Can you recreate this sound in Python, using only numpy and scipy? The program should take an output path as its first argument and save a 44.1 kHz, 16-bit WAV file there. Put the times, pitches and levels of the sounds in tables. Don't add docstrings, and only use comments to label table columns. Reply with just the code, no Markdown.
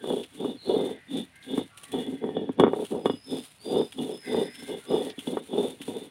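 import sys
import numpy as np
from scipy import signal
from scipy.fft import rfft, irfft, next_fast_len
from scipy.io import wavfile
from scipy.ndimage import map_coordinates

SR = 44100
rng = np.random.default_rng(int(sys.argv[2]) if len(sys.argv) > 2 else 0)


def log_audio(samples):
    frames = np.atleast_2d(samples).T
    limited = np.clip(frames, -1, 1)
    pcm = np.round(limited * 32767).astype(np.int16)
    wavfile.write(sys.argv[1], SR, pcm)


N = 269010

# f/Hz, width/Hz, level/dB
SLAB_MODES = [(420, 81.3, 12.5), (545, 43, -8.5), (729.8, 29.4, -2), (958, 32, -3.5)]
# f/Hz, width/Hz, level/dB
BED_MODES = [(103.8, 7.6, -12.5), (157.3, 52, -12.5), (262, 51.6, 5.5), (291.8, 68.3, 1.5)]
# f/Hz, width/Hz, level/dB
ROLLER_MODES = [(2905, 4.4, -9.5), (2900, 11, 2.5), (3160, 450, -12.5), (3406, 33, 7)]
# f/Hz, width/Hz, level/dB
TWIN_MODES = [(3595, 38, 0)]
# f/Hz, level/dB
CRACKLE_EQ = [(1000, -14), (2000, -15.5), (2900, -8.5), (4000, -9), (5000, -21), (7000, -18), (8200, -14.5),
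              (9400, -6), (11000, -17), (12500, -21.5), (15700, -24.5)]


def amp(db):
    return 10 ** (np.asarray(db) / 20)


def unit(x):
    return x / np.sqrt(np.mean(x ** 2) + 1e-20)


def wobble(rate):
    knots = rng.standard_normal(int(N * rate / SR) + 4)
    return map_coordinates(knots, [np.arange(N) * rate / SR])


def filtered(x, response):
    size = next_fast_len(N + SR // 2)
    return irfft(rfft(x, size) * response(np.fft.rfftfreq(size, 1 / SR)), size)[..., :N]


def coloured(x, points):
    f, db = np.transpose(points)
    return filtered(x, lambda hz: amp(np.interp(np.log(hz + 1), np.log(f + 1), db)))


def ringing(x, modes, soft_hz):
    def response(f):
        body = sum((-1) ** k * amp(db) * 1j * f * width / (hz * hz - f * f + 1j * f * width)
                   for k, (hz, width, db) in enumerate(modes))
        return body / (1 + 1.4j * f / soft_hz - (f / soft_hz) ** 2) ** 2
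    return filtered(x, response)


def bumps(rate, spread_db):
    chance, size, sign = rng.random((3, N))
    strength = amp(-spread_db * np.log(size + 0.0048))
    return unit((chance < rate / SR) * strength * np.sign(sign - .5))


def swells(start, rise, fall, db, swing=1, cut_db_per_s=575, rise_power=2.66, fall_power=1.88):
    t = np.arange(0, N / SR + .001, .001)
    start, rise, fall, db = (np.reshape(column, (-1, 1)) for column in (start, rise, fall, db))
    rise, fall = np.maximum(rise, .005), np.maximum(fall, .005)
    past_peak = t - start - rise
    sag = np.where(past_peak < 0, np.abs(past_peak / rise) ** rise_power,
                   np.abs(past_peak / fall) ** fall_power)
    outside_s = np.maximum(np.maximum(-past_peak - rise, past_peak - fall), 0)
    drop_db = swing * 19.5 * np.minimum(sag, 1) + cut_db_per_s * outside_s
    gain = np.sqrt(np.sum(amp(db - drop_db) ** 2, axis=0))
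    return np.interp(np.arange(N) / SR, t, gain)


def yard():
    # f/Hz, level/dB
    spectrum = [(25, -10), (60, 6.5), (144, 11), (283, -3.5), (485, -8.5), (700, -1.5), (1030, -6.5),
                (2720, -3.5), (3470, -8.5), (4920, -16.5), (7580, -26.5), (9400, -46), (12500, -44.5),
                (16500, -62.5)]
    return unit(coloured(rng.standard_normal(N), spectrum)) * amp(-60 + 0.65 * wobble(1.7))


def whistle(call, rough_hz, octave_db):
    start, rise, fall, db, first_hz, last_hz = call
    hz = np.interp(np.arange(N) / SR, [start, start + rise + fall], [first_hz, last_hz])
    phase = 2 * np.pi * np.cumsum(hz + rough_hz * wobble(250)) / SR
    envelope = swells(start, rise, fall, db, swing=0.74, cut_db_per_s=900)
    flutter = amp(wobble(60))
    return np.sqrt(2) * envelope * flutter * (np.sin(phase) + amp(octave_db) * np.sin(2 * phase))


def birds():
    # start/s, rise/s, fall/s, level/dB before the reverb mix, first f/Hz, last f/Hz
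    whistles = [(2.96, 0.17, 0.18, -57, 5010, 5020), (3.225, 0.059, 0.085, -48.5, 5255, 4900),
                (3.59, 0.024, 0.032, -50, 4400, 4890), (3.64, 0.015, .05, -44, 4790, 4830),
                (3.755, 0.019, 0.07, -50, 5110, 4900), (4.1, 0.036, 0.055, -47.5, 5160, 5130),
                (4.182, 0.12, .05, -49.5, 5100, 4840), (4.36, 0.046, 0.18, -59, 4880, 5080),
                (4.41, 0.026, 0.042, -48, 5100, 5100), (4.525, 0.027, .05, -51.5, 5254, 5290),
                (4.865, 0.025, 0.043, -49.5, 5040, 5030), (-.02, 0.017, .07, -54.5, 1783, 1350),
                (1.69, 0.035, 0.09, -56.5, 1348, 1390), (1.71, .03, 0.34, -61.5, 1143, 1123),
                (2.081, 0.25, 0.22, -61, 2010, 1633), (4.79, .035, 0.046, -58.5, 1390, 1354),
                (4.84, 0.041, .16, -52, 1148, 1142)]
    wheeze = [(.565, .04, 0.26, -47, 4294, 3150)]
    calls = sum(whistle(call, rough_hz=48.1, octave_db=-11.5) for call in whistles)
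    calls = calls + whistle(wheeze[0], rough_hz=190, octave_db=-31) + crows()
    t, trees_t60_s = np.arange(SR // 2) / SR, 0.52
    tail = rng.standard_normal(len(t)) * amp(-60 * t / trees_t60_s)
    wet = signal.fftconvolve(calls, tail / np.linalg.norm(tail))[:N]
    return amp(-10) * calls + amp(-1.5) * wet


def grit():
    # start/s, rise/s, fall/s, level/dB
    slides = [(0.028, 0.14, 0.074, -49.5), (0.334, 0.1, 0.097, -53.0), (0.633, 0.21, 0.083, -51),
              (1.117, 0.089, 0.032, -49), (1.428, 0.13, 0.13, -54.0), (1.784, 0.21, 0.14, -52),
              (2.095, 0.017, 0.26, -68), (2.738, 0.127, 0.14, -51), (3.047, 0.0073, 0.11, -56.5),
              (3.281, 0.11, 0.13, -48.0), (3.617, 0.11, 0.139, -49.0), (3.907, 0.19, 0.083, -50.5),
              (4.233, 0.099, 0.18, -49), (4.537, 0.13, 0.17, -49), (4.849, 0.21, 0.052, -47.5),
              (5.183, 0.096, 0.11, -50.0), (5.46, 0.21, 0.065, -48.5), (5.806, 0.08, 0.17, -49)]
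    cracks = bumps(6000, spread_db=2.0)
    crunch = (cracks + .5 * rng.standard_normal(N)) * amp(2.62 * wobble(60))
    crackle = .55 * bumps(120, spread_db=2.5)
    sliding = swells(*np.transpose(slides), swing=0.46, cut_db_per_s=306.5,
                     rise_power=1.17, fall_power=1.17)
    resting = amp(-72)
    return unit(coloured(unit(crunch) + crackle, CRACKLE_EQ)) * (resting + sliding)


def grinding():
    # start/s, rise/s, fall/s, slab level/dB, bed level/dB,
    # roller level/dB, twin level/dB, lag of the twin's peak behind the roller's/s
    strokes = [(0.032, 0.079, 0.13, -26.5, -34, -43, -48.0, -0.055),
               (0.315, 0.031, 0.11, -59, -48, -60.5, -71.5, 0.027),
               (0.387, 0.054, 0.11, -30.0, -30, -51.5, -46, 0.14),
               (0.655, 0.051, 0.26, -26.5, -35.5, -47.5, -46.0, -0.04),
               (0.724, 0.16, 0.045, -29.5, -32.5, -58, -51, 0.009),
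               (1.103, 0.077, 0.063, -33.5, -27.0, -45, -39.5, -0.018),
               (1.468, 0.12, 0.059, -32.5, -31.5, -45, -44.5, 0.074),
               (1.922, 0.03, 0.15, -30.0, -31.0, -44, -52, 0.035),
               (2.062, 0.072, 0.073, -42, -36.5, -58.5, -66, -0.116),
               (2.209, 0.034, 0.15, -32.5, -32, -56, -75, -0.036),
               (2.343, 0.027, 0.16, -33.5, -33.5, -52, -58, 0.017),
               (2.586, 0.014, 0.087, -22.5, -23, -43, -57, -0.09),
               (2.611, 0.21, 0.039, -31.5, -40, -56.5, -58, -0.029),
               (2.909, 0.017, 0.16, -29, -35, -58, -63.0, 0.014),
               (3.04, 0.018, 0.12, -37, -40.5, -53.5, -67, -0.12),
               (3.28, 0.068, 0.07, -33, -31, -49.5, -44, -0.041),
               (3.655, 0.13, 0.08, -23.5, -32.0, -46, -43, 0.025),
               (3.973, 0.034, 0.068, -31, -29.5, -46.5, -49, 0.058),
               (4.038, 0.097, 0.052, -33.5, -39.5, -50.5, -54, 0.0048),
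               (4.265, 0.14, 0.087, -25, -30, -46.5, -42, 0.043),
               (4.54, 0.12, 0.012, -54.5, -46.0, -56.0, -59, 0.013),
               (4.675, 0.034, 0.093, -33.0, -38.0, -48, -51.5, 0.007),
               (4.884, 0.056, 0.17, -22.5, -30.5, -44, -44.5, -0.075),
               (5.174, 0.018, 0.043, -50, -48, -51.5, -63.5, 0.002),
               (5.256, 0.059, 0.13, -33, -35, -53.5, -54, 0.12),
               (5.499, 0.083, 0.16, -26, -33.0, -47.5, -44.5, 0.089),
               (5.798, 0.012, 0.043, -50, -44, -49, -57, 0.02),
               (5.866, 0.039, 0.17, -34.5, -39, -57, -51, 0.19)]
    start, rise, fall, slab_db, bed_db, roller_db, twin_db, lag = np.transpose(strokes)
    pits = bumps(800, spread_db=2.2) * amp(1.7 * wobble(50))
    chatter = pits + 0.72 * bumps(1200, spread_db=1.0)
    slab = unit(ringing(pits, SLAB_MODES, soft_hz=885)) * swells(start, rise, fall, slab_db)
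    bed = unit(ringing(pits, BED_MODES, soft_hz=551)) * swells(start, rise, fall, bed_db, swing=0.67)

    def bend(modes, db, shift):
        envelope = swells(start, rise + shift, fall - shift, db, swing=0.63, cut_db_per_s=600)
        return unit(ringing(chatter, modes, soft_hz=4400)) * envelope
    return slab + bed + bend(ROLLER_MODES, roller_db, -lag / 2) + bend(TWIN_MODES, twin_db, lag / 2)


def pushes(times, levels_db):
    knock_delay_s = 0.001455
    force = np.zeros(N)
    force[np.round((times + knock_delay_s) * SR).astype(int)] = amp(levels_db)
    return force


def blows(times, peaks_db, modes, soft_hz):
    impulse_peak = np.abs(ringing(np.arange(N) == 0, modes, soft_hz)).max()
    return ringing(pushes(times, peaks_db), modes, soft_hz) / impulse_peak


def knocks():
    # t/s, slab peak/dB, then relative to it bed/dB, edge/dB (ahead of its trims), roller/dB
    hits = [(0.04, -23.5, -15, -15, -17), (0.102, -18.5, -17, -21, -32), (0.444, -20, -1.5, -15, -23),
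            (0.675, -33, 6, -33, -26), (0.76, -26, 6.5, -19, -32), (1.575, -21.5, 4.5, -8, -22),
            (1.939, -26.5, -14, -3, -25), (2.239, -19.5, -9, -21, -25), (2.289, -23.5, -29, -21, -20),
            (2.367, -19, -8, -22, -13.5), (2.491, -21, 2, -17, -49), (2.586, -21, 4, -16, -26),
            (2.596, -5, -2.5, -8, -16.5), (2.607, -11.5, -28, -19, -30), (2.635, -4, -41, -7.5, -23.5),
            (2.665, -12.5, -5, -14, -38), (2.678, -13.5, -14, -19, -50), (2.732, -13, -30, -15, -44),
            (2.79, -27, -2, -30, -35), (2.918, -25, 1.5, -21, -23), (3.056, -9, -7, -11.5, -15.5),
            (3.096, -14.5, -4.5, -13, -15), (3.133, -34, 9, -11, -8), (3.813, -17, -6, -17, -34),
            (3.987, -34, 5.5, -8, 5), (4.344, -16.5, -8, -21, -31), (4.623, -38.5, 5.5, -20, -25),
            (4.917, -23, -4.5, -26, -38), (5.178, -40.5, 11, -25, -22), (5.271, -25.5, 5, -20, -5),
            (5.369, -16, -20.5, -9.5, -23), (5.802, -41, 7.5, -19, -28), (5.88, -27, 3, -23, -11)]
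    # f/Hz, width/Hz, level/dB
    edge_modes = [(1042, 34, -4), (1100, 266, 2), (1300, 550, -3.5), (1873, 47, -7), (2170, 140, -10)]
    click_trim_db, grate_trim_db, grate_t60_s = -3, -13, 0.093
    times, db, bed_db, edge_db, roller_db = np.transpose(hits)
    decay = amp(-60 * np.arange(SR // 5) / SR / grate_t60_s)
    settling = signal.fftconvolve(pushes(times, db + edge_db + grate_trim_db), decay)[:N]
    grating = settling * unit(ringing(bumps(1500, spread_db=2.0), edge_modes, soft_hz=2300))
    knock = blows(times, db, SLAB_MODES, soft_hz=1570)
    thud = blows(times, db + bed_db, BED_MODES, soft_hz=600)
    click = blows(times, db + edge_db + click_trim_db, edge_modes, soft_hz=1950)
    ring = blows(times, db + roller_db, ROLLER_MODES + TWIN_MODES, soft_hz=4140)
    return knock + thud + grating + click + ring


def snaps():
    # t/s, level/dB before trim and EQ, send to the body resonance/dB
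    partings = [(0.23, -38, 9), (0.345, -40.5, -26), (1.1686, -32.5, 0), (1.355, -42, -10.5),
                (1.4247, -54, 17.5), (1.573, -30, -17), (1.772, -31.5, -14), (1.832, -29, -14),
                (1.916, -29, -24), (2.519, -48, -19), (2.5969, -28.5, 4), (2.847, -33.5, 3),
                (3.053, -34, 0), (3.921, -35, 3), (4.2433, -46, -15), (4.5466, -38.5, 4.5),
                (4.802, -49, -23), (4.851, -41, -13), (5.0975, -49.5, 22.5), (5.1893, -29.5, 1),
                (5.626, -33, -14), (5.6967, -34, -27), (5.8135, -30.5, 2.5)]
    trim_db, attack_s, t60_s = -8.5, 0.0017, .075
    t = np.arange(SR // 10) / SR
    envelope = amp(-60 * t / t60_s) * (1 - np.exp(-t / attack_s))
    crisp, body = np.zeros((2, N + SR))
    for start, db, body_db in partings:
        lumps = amp(5 * rng.standard_normal(len(t) // 40 + 1)).repeat(40)[:len(t)]
        puff = amp(db + trim_db) * unit(envelope * rng.standard_normal(len(t)) * lumps)
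        crisp[round(start * SR):][:len(t)] += puff
        body[round(start * SR):][:len(t)] += puff * amp(body_db)
    return coloured(crisp[:N], CRACKLE_EQ) + ringing(body[:N], [(3380, 600, 0.0091)], soft_hz=6020)


def crows():
    # start/s, rise/s, fall/s, level/dB before the reverb mix
    caws = [(0.741, 0.083, 0.37, -53.5), (1.33, .04, 0.13, -54.5), (1.47, 0.069, 0.16, -61),
            (1.829, 0.037, .5, -56), (2.9, .25, .4, -75), (4.225, 0.061, 0.3, -46.5),
            (4.529, 0.088, 0.32, -54), (4.99, 0.067, 0.15, -53), (5.199, 0.086, 0.1, -59),
            (5.749, 0.19, 0.23, -66.5)]
    # f/Hz, width/Hz, level/dB
    throat = [(1629, 312, 1), (1856, 925, 1), (2457, 1220, -4.5)]
    pitch_hz, droop_per_s = 512.5, .12
    t, starts = np.arange(N) / SR, np.transpose(caws)[0]
    latest_start = starts[np.maximum(np.searchsorted(starts, t) - 1, 0)]
    age = np.clip(t - latest_start, 0, 1)
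    hz = pitch_hz * (1 - droop_per_s * age + 0.032 * wobble(6) + .03 * wobble(200))
    cycles = np.cumsum(hz) / SR
    pulses = np.diff(np.floor(cycles), prepend=0) * amp(1.6 * wobble(300))
    rasp = unit(pulses - pulses.mean()) + 0.47 * rng.standard_normal(N)
    voice = ringing(ringing(rasp, throat, soft_hz=3430), throat, soft_hz=3430)
    hoarse = amp(2.5 * wobble(22))
    return unit(voice) * hoarse * swells(*np.transpose(caws), swing=0.59, cut_db_per_s=123)


def scene():
    return (grinding() + grit() + knocks() + snaps() + birds() + yard())[None]


def record(dry):
    low_cut_hz, top_hz = 60, 15830
    return filtered(dry, lambda hz: (1j * hz / (1j * hz + low_cut_hz)) ** 2 * (hz < top_hz))


dry = scene()
out = record(dry)
log_audio(out)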